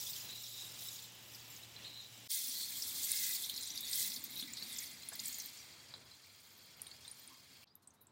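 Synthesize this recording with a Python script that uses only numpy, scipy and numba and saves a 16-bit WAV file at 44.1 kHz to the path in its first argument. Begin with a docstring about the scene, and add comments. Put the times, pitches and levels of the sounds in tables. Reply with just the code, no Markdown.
"""A garden with potted plants, watered by a hose wand in three scenes that cut straight into each other:
a citrus pot a few steps away with a machine humming; close up, spray sweeping over long leaves and then
swinging off to a farther bed; a quiet path with a faint bird. Thousands of short damped tones make the
drop impacts, fizz, bubbles and drumming leaves. Noise bursts make single fat drops and faint hisses, shaped
noise makes the open air, and gliding tones make the hum and the bird."""
import sys
import numpy as np
from scipy import signal
from scipy.fft import rfft, irfft, next_fast_len
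from scipy.io import wavfile
from scipy.ndimage import uniform_filter1d, map_coordinates
from numba import njit

SR = 44100
rng = np.random.default_rng(int(sys.argv[2]) if len(sys.argv) > 2 else 0)


def file_out(sig):
    """Save sig as 16-bit WAV at sys.argv[1]."""
    # one column per channel
    cols = np.atleast_2d(sig).T
    # limit, then scale
    lim = np.clip(cols, -1, 1)
    pcm = np.round(lim * 32767).astype(np.int16)
    wavfile.write(sys.argv[1], SR, pcm)


N = 357651
T = np.arange(N) / SR  # time of each sample in seconds

CUT_CLOSE, CUT_PATH = 2.276, 7.642  # starts of the second and third scene, s
TOP_HZ = 15850  # upper edge of the treble
# Bands in which a coloured layer has its stated level: lowest and highest Hz
SPLASH_BAND, FINE_BAND, BED_BAND = (4700, 8500), (9000, 15800), (3000, 8500)
LEAF_BAND, SOIL_BAND, AIR_BAND = (1800, 2400), (180, 330), (400, 1400)
REFERENCE_DB = -50  # splash level at which the fine droplets are just as loud, before any offset
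SHATTER = 1.25  # dB of fine droplets per dB of splash: a harder stream breaks up finer
POT_FINE_DB, BRUSH_FINE_DB = -3, 5  # offset of the fine droplets in the pot; fine against splash on foliage
LEAF_BUBBLE_DB = -8  # steady bubbling against the splash
DRUM_DB = -69  # stray drops drumming on the long leaves between sweeps
LEAF_BEND = .03  # share by which the pitch of the leaves wanders as they bend under the water
PATCH_HZ = 1100  # spacing of the bands that flicker separately
PATCH_DEPTH, SURGE_DEPTH = 1.1, .75  # share of the flutter in each band, and in the whole stream
HUM_HZ, HUM_DB, HUM_FADE_DB_PER_S = 115.7, -68.5, 0.1
YARD_DB, PATH_DB = -68.5, -81  # open air in the first scene, and at the start of the third
PATH_SWELL_DB_PER_S = 13.5  # the air along the path starts hushed and grows
CHIRP_ROUGH_DB = 5  # how much the bird's level flickers
PUDDLE_HZ, PUDDLE_SPREAD = 4000, .06  # bubble pitch before tuning, and the share it varies either way
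TICK_SPREAD = 0.00023  # octaves times decay in s: the longer a drop rings, the purer its pitch
TICK_CRACK_DB, SPLAT_CRACK_DB = -12.5, -7.5  # broad crack of a bursting drop, against its pitched part
PLINK_SPLASH_DB = -5.5  # little splash that opens each bubble, against its ring


def undb(db):
    """Turn decibels into gain."""
    return 10 ** (np.asarray(db) / 20)


def curves(table):
    """Join the values in each column of a table by straight lines in time."""
    s, *columns = np.transpose(table)
    return [np.interp(T, s, c) for c in columns]


def walk(count):
    """Smooth chance with count turns a second and a spread near 1."""
    k = SR // count
    steps = np.repeat(rng.standard_normal(N // k + 1), k)
    return 0.956 * uniform_filter1d(uniform_filter1d(steps, k), k)[:N]


def colour(x, points, band):
    """Give x a spectrum of (Hz, dB) points, with rms 1 inside the band; it falls away beyond both ends."""
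    size = next_fast_len(N, True)
    f = np.maximum(np.arange(size // 2 + 1) * SR / size, 1)
    hz, db = np.transpose(points)
    ends = (np.minimum(hz[-1] / f, 1) * np.minimum(f / hz[0], 1)) ** 2
    shaped = rfft(x, size) * undb(np.interp(np.log(f), np.log(hz), db)) * ends
    inside = (f > band[0]) & (f < band[1])
    return irfft(shaped, size)[:N] * size / np.sqrt(2 * np.sum(np.abs(shaped[inside]) ** 2))


@njit
def ring(start, hz, cycles, size, glide):
    """Damped sines that lose 60 dB in the given cycles while their pitch rises by the share glide."""
    out = np.zeros(N)
    for k in range(len(start)):
        length = cycles[k] * SR / hz[k]
        first = int(start[k] * SR) + 1
        for i in range(max(first, 0), min(first + int(length) + 1, N)):
            age = i - start[k] * SR
            u = age / length
            phase = 2 * np.pi * hz[k] / SR * age * (1 + glide * u / 2)
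            out[i] += size[k] * np.exp(-6.9 * u) * np.sin(phase)
    return out


def drops(lo_hz, hi_hz, ring_s, spread_db, glide, count):
    """A shower of count damped tones at random moments, each with its own pitch, size and length; rms 1."""
    when, pitch, weight, damping = rng.random((count, 4)).T
    hz = lo_hz + (min(hi_hz, .45 * SR) - lo_hz) * pitch
    rarity = -np.log(.02 + weight)  # near 0 for most drops, large for a few
    cycles = hz * ring_s * (.5 + damping)
    x = ring(when * N / SR, hz, cycles, undb(spread_db * rarity), float(glide))
    return x / np.std(x)


def burst(start, hz, octaves, decay_s, rise_s):
    """A dense burst too thick to tell apart: a swell and decay of noise around one pitch, peak 1."""
    t = T[:8192]
    f = np.maximum(np.arange(len(t) // 2 + 1) * SR / len(t), 1)
    around_pitch = np.exp(-.5 * (np.log2(f / hz) / octaves) ** 2)
    x = irfft(rfft(rng.standard_normal(len(t))) * around_pitch)
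    x *= (1 - np.exp(-t / rise_s)) * np.exp(-t / decay_s)
    out, first = np.zeros(N + len(t)), int(start * SR)
    out[first:first + len(t)] = x / np.abs(x).max()
    return out[:N]


def scatter(x, t60, wet_db, count=3):
    """Pots, leaves and fence throw back a short tail; drops land in count places, each with its own echo."""
    t = T[:SR // 8]
    echo = 0
    for _ in range(count):
        tail = rng.standard_normal(len(t)) * undb(-60 * t / t60)
        share = np.cos(2 * np.pi * walk(count=40))  # the landing place wanders with the stream
        echo = echo + signal.oaconvolve(x * share, tail / np.linalg.norm(tail))[:N]
    return x + undb(wet_db) * echo * np.sqrt(2 / count)


def scene_gain(start, end, fade_s):
    """Gain of a scene that fades in quickly and stops dead."""
    return np.clip((T - start) / fade_s, 0, 1) ** 3 * (T < end)


def swell(middle_s, length_s):
    """The stream slides onto something and off again: a bell of power, half as strong at its two ends."""
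    return .5 ** ((2 * (T - middle_s) / length_s) ** 2)


def passes(steady_db, rows, gain_db=0):
    """Gain of a layer: its steady level plus a swell for each (middle s, length s, dB) row, as powers."""
    swells = sum(undb(db + gain_db) ** 2 * swell(s, length) for s, length, db in rows)
    return np.sqrt(undb(steady_db) ** 2 + swells)


def shattered(flow_db):
    """Level of the fine droplets, which grows faster than the splash."""
    return REFERENCE_DB + SHATTER * (flow_db - REFERENCE_DB)


def patter(x, flutter_db):
    """Each clump of water strikes its own leaf or stone, so neighbouring bands flicker separately."""
    size = next_fast_len(N, True)
    spectrum = rfft(x, size)
    place = np.arange(len(spectrum)) * SR / size / PATCH_HZ
    out = 0
    for k in range(TOP_HZ // PATCH_HZ + 2):
        band = irfft(spectrum * np.maximum(1 - np.abs(place - k), 0), size)[:N]
        out = out + band * undb(PATCH_DEPTH * flutter_db * walk(count=85))
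    # The flicker adds power on average; take that off again
    mean_power_db = (PATCH_DEPTH * flutter_db) ** 2 * np.log(10) / 20
    return out * undb(SURGE_DEPTH * flutter_db * walk(count=55) - mean_power_db)


def shower(click_spread_db, fizz_db, spatter_db, spatter_ring_s, wet_db):
    """Sharp impacts and the fizz of tiny bubbles; where the stream breaks into clumps, big drops spatter."""
    # How much the stream breaks into clumps. Each row: time in seconds, strength of the flutter.
    clumps = [(0, 1.2), (2.3, 1.4), (3.3, 0.8), (3.5, 3.3), (3.85, 3.5), (4.0, 1.0), (4.2, 3.5),
              (5.35, 2.8), (5.7, 1)]
    flutter_db, = curves(clumps)
    clicks = drops(730, 16900, ring_s=0.00052, spread_db=click_spread_db, glide=0, count=40000)
    fizz = drops(2780, 15870, ring_s=0.017, spread_db=6, glide=0.025, count=14000)
    big = drops(3400, 15500, ring_s=spatter_ring_s, spread_db=4.5, glide=0.04, count=4200)
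    # Each big drop gets a short noisy tail, as it shatters into smaller ones
    spatter = scatter(big, t60=0.034, wet_db=-5.5) / 2
    share = undb(spatter_db) * flutter_db
    mix = clicks + undb(fizz_db) * fizz + share * spatter
    water = mix / np.sqrt(1 + undb(2 * fizz_db) + share ** 2)
    return scatter(patter(water, flutter_db), t60=0.063, wet_db=wet_db, count=2)


def citrus_pot():
    """The shower falls into a pot a few steps away and brushes the low foliage."""
    # How hard the stream lands in the pot. Each row: time in seconds, splash level in dB.
    flow = [(0, -48), (0.17, -51.5), (0.27, -56), (0.6, -54.5), (0.75, -56.5), (0.95, -53), (1.12, -63),
            (1.55, -60.5), (1.72, -63.5), (2.26, -61.5)]
    # Spray on the low foliage. Each row: middle in seconds, length in seconds, splash level in dB.
    brushes = [(0.107, 0.4, -62), (0.84, 0.051, -55.5), (1.327, 0.13, -69.5), (1.533, 0.1, -66)]
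    # Tone of the splash, then of the fine droplets. Each row: frequency in Hz, relative level in dB.
    splash_tone = [(900, -29), (1700, -22), (2700, -16), (3400, -1.5), (3900, 2), (4350, -6), (4750, -0.5),
                   (5400, 1), (6300, -3.5), (7300, -1.5), (8400, -5), (10000, -14.5), (15000, -21)]
    fine_tone = [(5000, -40), (8500, -23), (10000, -8), (11500, -2.5), (13000, -2), (15300, 2)]
    flow_db, = curves(flow)
    water = shower(click_spread_db=-0.5, fizz_db=-5.0, spatter_db=-4.5, spatter_ring_s=0.0077, wet_db=-0.5)
    splash = passes(flow_db, brushes) * colour(water, splash_tone, SPLASH_BAND)
    fine_gain = passes(shattered(flow_db) + POT_FINE_DB, brushes, BRUSH_FINE_DB)
    fine = fine_gain * colour(water, fine_tone, FINE_BAND)
    return (splash + fine) * (T < CUT_CLOSE)


def air(points, db, waver_db):
    """Open-air rumble and murmur of the neighbourhood: shaped noise, gently wavering."""
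    return undb(db + waver_db * walk(count=9)) * colour(rng.standard_normal(N), points, AIR_BAND)


def hum():
    """A machine behind the fence hums one low tone, a little unsteady and slowly weakening."""
    phase = 2 * np.pi * np.cumsum(HUM_HZ * (1 + 0.0078 * walk(count=10))) / SR
    level_db = HUM_DB - HUM_FADE_DB_PER_S * T + 0.43 * walk(count=12)
    return np.sqrt(2) * undb(level_db) * np.sin(phase)


def puddles():
    """Where the stream digs in, bubbles of nearly one size ring together; each puddle has its own pitch."""
    # Puddles stirred up. Each row: middle in seconds, length in seconds, level in dB, pitch in Hz.
    stirred = [(0.328, 0.088, -52.5, 3900), (0.53, 0.24, -53.5, 3875), (0.849, 0.064, -58, 3780),
               (1.858, 0.045, -52.5, 4010), (1.983, 0.087, -51, 3870), (2.61, 0.087, -47, 4320),
               (3.609, 0.18, -52, 4010), (3.845, 0.17, -50, 3650), (4.391, 0.087, -48.5, 3938),
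               (4.59, 0.06, -50, 4124), (4.75, 0.12, -56, 3500), (5.452, 0.034, -64, 4180)]
    *_, hz = curves(stirred)
    lo_hz, hi_hz = PUDDLE_HZ * (1 - PUDDLE_SPREAD), PUDDLE_HZ * (1 + PUDDLE_SPREAD)
    bubbles = drops(lo_hz, hi_hz, ring_s=0.061, spread_db=3.5, glide=0.039, count=6000)
    # Playing the bubbles faster or slower tunes them
    tuned = map_coordinates(bubbles, [np.cumsum(hz / PUDDLE_HZ)], mode="mirror")
    return passes(-np.inf, [(s, length, db) for s, length, db, _ in stirred]) * tuned


def crack(start, decay_s):
    """The broad, bright burst of a drop breaking up; peak 1."""
    return burst(start, 8500, octaves=.75, decay_s=decay_s, rise_s=.0002)


def leaf_ticks():
    """Single drops snap on a leaf: a crack and, just after it, a short pitched burst."""
    # Each row: start in seconds, peak of the pitched part in dB, pitch in Hz, decay time in seconds.
    ticks = [(3.1168, -19, 9560, .0012), (3.9564, -23, 13500, .0007), (4.2388, -29, 14800, .002),
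             (4.5341, -35, 7070, .002), (5.0868, -31, 10500, .002), (5.3838, -34, 12400, .002),
             (5.4585, -35, 13300, .002), (6.8174, -30.5, 10000, .001), (6.868, -42.5, 9200, .004),
             (7.078, -44, 8860, .005), (7.1125, -41, 9550, .004), (7.195, -49, 14200, .005),
             (7.2754, -41, 9000, .002), (7.7533, -42.5, 12800, .0014), (7.8735, -46, 8300, .0018),
             (7.9054, -55, 6470, .002), (8.0137, -54, 13200, .0015), (8.0691, -51, 7540, .002)]
    out = 0
    for s, db, hz, decay in ticks:
        pitched = burst(s + 0.00052, hz, octaves=TICK_SPREAD / decay, decay_s=decay, rise_s=0.00051)
        out = out + undb(db) * (pitched + undb(TICK_CRACK_DB) * crack(s, decay))
    return out


def splats():
    """Clumps of water slap down: a stronger crack, then a pitched burst."""
    # Each row: start in seconds, peak of the burst in dB, centre in Hz, decay time in seconds.
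    slaps = [(0.828, -45, 3830, .004), (1.3457, -43, 5140, 0.01), (2.8215, -27, 5350, 0.0035),
             (3.031, -31, 7000, .003), (3.4362, -35, 3800, 0.01), (3.4955, -28, 3750, 0.005),
             (3.539, -38, 4600, .007), (3.5755, -30.5, 4200, 0.0042), (3.608, -36, 6900, 0.0045),
             (3.631, -38, 5200, 0.007), (3.713, -39, 6600, .005), (3.774, -31.5, 4600, 0.007),
             (3.806, -33, 12600, 0.0043), (3.9295, -27, 4600, 0.0025), (4.139, -36.5, 6230, .004),
             (4.16, -34, 4350, 0.011), (4.394, -32.5, 4300, 0.0047), (4.5692, -37.5, 4230, .012),
             (4.784, -31.5, 6800, 0.0059), (5.151, -41, 4400, .004), (5.1545, -34, 14100, 0.004),
             (5.1925, -33, 4300, 0.0041), (5.199, -32.5, 7050, 0.0024), (5.2555, -29.5, 8200, 0.005),
             (5.2806, -32, 7100, 0.0023), (5.325, -36, 7100, .005), (5.399, -34.5, 6100, 0.0039)]
    out = 0
    for s, db, hz, decay in slaps:
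        pitched = burst(s + .001, hz, octaves=.2, decay_s=decay, rise_s=.0006)
        out = out + undb(db) * (pitched + undb(SPLAT_CRACK_DB) * crack(s, decay))
    return out


def plinks():
    """Larger bubbles in the puddles: a little splash, then a ring that rises slightly in pitch."""
    # Each row: start in seconds, level of the ring in dB, pitch in Hz.
    bubbles = [(1.763, -43, 4040), (1.8476, -43, 3700), (4.4246, -38, 3512), (4.624, -36, 4480),
               (5.031, -44, 4130), (5.5872, -46.5, 4930), (5.9383, -40, 3994), (6.795, -53, 2930),
               (6.866, -45.5, 3780), (6.913, -45, 4400), (7.049, -47, 3650), (7.0785, -45.5, 4020)]
    starts, levels_db, pitches = np.transpose(bubbles)
    out = ring(starts + 0.001108, pitches, 0.048 * pitches, undb(levels_db), 0.033)
    for s, db, hz in bubbles:
        splash = burst(s, 1.01 * hz, octaves=0.23, decay_s=0.0029, rise_s=0.0016)
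        out = out + undb(db + PLINK_SPLASH_DB) * splash
    return out


def pats():
    """Hollow pats of the jet on leaves and into the soil: noise bursts that rise softly."""
    # Each row: start in seconds, peak in dB, centre in Hz, width in octaves, decay time in seconds.
    hits = [(4.415, -51, 245, .18, .03), (4.475, -48.5, 2180, .12, 0.015),
            (4.818, -48.5, 2090, .12, 0.0093), (5.119, -52, 750, .55, 0.008),
            (5.119, -51, 1680, .18, 0.006), (5.938, -49, 780, .65, 0.0038), (7.27, -62, 270, 0.2, 0.035),
            (7.295, -56.5, 1040, 0.17, 0.034), (7.627, -53, 2700, .16, .004)]
    return sum(undb(db) * burst(s, hz, octaves=width, decay_s=decay, rise_s=decay / 2)
               for s, db, hz, width, decay in hits)


def fat_drops():
    """Drops that stand out from the shower, with a short echo from their surroundings."""
    return scatter(splats() + plinks() + leaf_ticks() + pats(), t60=0.097, wet_db=-8)


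def bend(x, share):
    """Let the pitch of x wander by a share."""
    place = np.cumsum(1 + share * walk(count=14))
    return map_coordinates(x, [place], order=1, mode="mirror")


def long_leaves():
    """Close up, the shower drums on strap leaves and bubbles in the soil under them."""
    # How hard the stream lands under the leaves. Each row: time in seconds, splash level in dB.
    flow = [(2.3, -46), (2.74, -51), (3.05, -47.5), (3.38, -46.5), (3.56, -51), (3.72, -54), (3.88, -47),
            (4.14, -51.5), (4.24, -55), (4.38, -50.5), (4.51, -59), (4.68, -55), (4.95, -60), (5.42, -56),
            (5.7, -68.5)]
    # The wand sweeps across the leaves. Each row: middle in seconds, length in seconds,
    # splash level in dB, drumming level in dB.
    sweeps = [(2.33, 0.12, -45.5, -63.5), (3.21, 0.2, -47.5, -54), (4.005, 0.14, -43, -58),
              (4.725, 0.07, -55, -63.5), (4.815, 0.1, -50, -67.5), (5.295, 0.1, -48, -66.5)]
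    # Tones of splash, fine droplets and drummed leaves. Each row: frequency in Hz, relative level in dB.
    splash_tone = [(900, -46), (1600, -41), (2650, -19.5), (3050, -3.5), (3350, 6), (4250, 5), (4900, 6.5),
                   (6100, 4.5), (7600, 6.5), (9000, 1.5), (11000, -33), (15000, -0.5)]
    fine_tone = [(5000, -60), (8000, -11.5), (9300, 0.5), (11500, 5), (13500, 3), (15500, 4.5)]
    leaf_tone = [(1000, -37), (1650, -4), (1880, -13.5), (2080, 3.5), (2300, -15), (2600, -4), (3600, -13)]
    flow_db, = curves(flow)
    splashing = [(s, length, db) for s, length, db, _ in sweeps]
    drumming = [(s, length, db) for s, length, _, db in sweeps]
    water = shower(click_spread_db=0.5, fizz_db=-8.0, spatter_db=-2.5, spatter_ring_s=.0075, wet_db=-1.0)
    splash = passes(flow_db, splashing) * colour(water, splash_tone, SPLASH_BAND)
    fine = passes(shattered(flow_db), splashing) * colour(water, fine_tone, FINE_BAND)
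    bubbling = drops(3324, 4518, ring_s=0.068, spread_db=1.5, glide=0.11, count=3500)
    bubbles = undb(flow_db + LEAF_BUBBLE_DB) * bubbling
    taps = drops(1810, 2660, ring_s=0.0071, spread_db=0.5, glide=0, count=7000)
    drum = passes(DRUM_DB, drumming) * bend(colour(taps, leaf_tone, LEAF_BAND), LEAF_BEND)
    return splash + fine + bubbles + drum


def far_bed():
    """Farther off the shower is a smooth wash heard mostly by its echo, while wet leaves nearby drip."""
    # Spray that misses the big pot. Each row: time in seconds, splash level in dB, fine droplets in dB.
    bed = [(4.2, -56.5, -88), (4.75, -55, -85), (5.0, -58, -81), (5.35, -54.5, -72), (5.7, -60, -80),
           (5.946, -61.5, -77), (6.582, -63.5, -68.5), (7.03, -61.5, -70), (7.228, -61, -67),
           (7.486, -64, -73.5), (7.62, -62.5, -70)]
    # Tone of the wash, then of the drips. Each row: frequency in Hz, relative level in dB.
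    wash_tone = [(900, -10.5), (1600, -10.5), (2150, -2.5), (2900, -5.5), (3300, 1.5), (3600, -1),
                 (4250, 2.5), (4900, -0.5), (5600, -4), (7200, -6), (9000, -12.5), (14000, -17.5)]
    drip_tone = [(6000, -24), (8000, -11), (9700, -10), (12000, -11), (15000, -4)]
    splash_db, fine_db = curves(bed)
    impacts = drops(1210, 14000, ring_s=0.002, spread_db=2.0, glide=0, count=50000)
    wash = colour(scatter(impacts, t60=0.078, wet_db=7.0, count=2), wash_tone, BED_BAND)
    dripping = drops(4200, 16200, ring_s=0.004, spread_db=3, glide=0, count=6000)
    drips = colour(scatter(dripping, t60=0.063, wet_db=-1), drip_tone, FINE_BAND)
    return undb(splash_db) * wash + undb(fine_db) * drips


def soil():
    """The jet pounds the potting soil of the big pot with soft low thuds."""
    # How hard it pounds. Each row: time in seconds, level in dB.
    pounding = [(2.35, -79), (2.5, -69), (3.4, -72.5), (3.55, -69.5), (4.05, -67.5), (4.3, -64.5),
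                (4.72, -69), (4.92, -70), (5.45, -71.5), (5.8, -84), (7.6, -77)]
    # Tone of the thuds. Each row: frequency in Hz, relative level in dB.
    thud_tone = [(60, -37), (130, -4.5), (190, 2.5), (250, 6), (300, 0.5), (400, -7.5), (900, 8)]
    level_db, = curves(pounding)
    thuds = drops(90, 440, ring_s=0.037, spread_db=2.0, glide=0, count=3500)
    return undb(level_db) * colour(thuds, thud_tone, SOIL_BAND)


def chirp(start, length_s, first_hz, middle_hz, last_hz):
    """A thin, broken whistle that swells and fades while it glides shakily through three pitches."""
    u = np.clip((T - start) / length_s, 0, 1)
    glide_hz = np.interp(u, [0, .5, 1], [first_hz, middle_hz, last_hz])
    hz = glide_hz * (1 + .025 * walk(count=300))
    level = np.sin(np.pi * u) ** 2 * undb(CHIRP_ROUGH_DB * walk(count=200))
    return level * np.sin(2 * np.pi * np.cumsum(hz) / SR)


def path():
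    """A quiet spot: open air, a few faint soft bursts of hiss and a small bird far off."""
    # Faint soft bursts of hiss. Each row: start in seconds, peak in dB, centre in Hz, width in octaves.
    hiss_rows = [(7.668, -59.5, 4300, 0.25), (7.82, -62, 7500, 0.94), (7.935, -62, 8950, 0.93),
                 (8.008, -54, 13000, 0.29)]
    # The bird. Each row: start in seconds, length in seconds, level in dB, first, middle and last pitch in Hz.
    chirps = [(7.693, .045, -67, 4480, 5030, 4750), (7.728, 0.049, -78, 4270, 3820, 3450),
              (7.82, 0.042, -73, 4270, 4200, 3780), (7.945, 0.11, -77, 3600, 3920, 3750)]
    # Tone of the open air. Each row: frequency in Hz, relative level in dB.
    air_tone = [(46, -16), (82, 11), (195, 8), (560, -1.5), (960, 1.5), (2750, -12), (4000, -9),
                (6100, -18), (15200, -26)]
    hisses = sum(undb(db) * burst(s, hz, octaves=width, decay_s=0.014, rise_s=0.0081)
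                 for s, db, hz, width in hiss_rows)
    bird = sum(undb(db) * chirp(s, length, *pitches) for s, length, db, *pitches in chirps)
    air_db = PATH_DB + PATH_SWELL_DB_PER_S * (T - CUT_PATH)
    breeze = air(air_tone, air_db, waver_db=1) * scene_gain(CUT_PATH, np.inf, fade_s=.016)
    return hisses + scatter(bird, t60=0.14, wet_db=-5.0, count=1) + breeze


def scene():
    """Three scenes in a row; in the second the wand swings from the leaves to the farther bed."""
    # Tone of the open air in the first and second scene. Each row: frequency in Hz, relative level in dB.
    yard_tone = [(40, -17), (80, 8.5), (150, 8.5), (300, 4.5), (450, 2), (850, 2.5), (1400, -0.5),
                 (2200, 4), (3000, 8)]
    garden_tone = [(45, -27), (76, 6.5), (130, 5.5), (170, -1), (400, -3), (1000, -4), (1500, -4)]
    # Open air in the second scene. Each row: time in seconds, level in dB.
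    garden_air = [(2.36, -78.5), (2.7, -70.5), (5.6, -72.5), (5.95, -69), (6.3, -76.5), (6.9, -73),
                  (7.15, -74.5), (7.5, -75)]
    first = citrus_pot() + (air(yard_tone, YARD_DB, waver_db=2.0) + hum()) * (T < CUT_CLOSE)
    swing = np.clip((T - 5.64) / 0.32, 0, 1)  # 0 on the leaves, 1 once the wand has left them
    water = np.sqrt(1 - swing) * long_leaves() + far_bed()
    garden_db, = curves(garden_air)
    lows = soil() + air(garden_tone, garden_db, waver_db=1.4)
    second = water * scene_gain(CUT_CLOSE, CUT_PATH, fade_s=0.032)
    second = second + lows * scene_gain(CUT_CLOSE, CUT_PATH, fade_s=0.069)
    return (first + second + puddles() + path() + fat_drops())[None]


def record(dry):
    """A steep filter removes nearly everything above TOP_HZ."""
    return signal.sosfilt(signal.ellip(12, .1, 70, TOP_HZ, fs=SR, output="sos"), dry)


dry = scene()
out = record(dry)
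file_out(out)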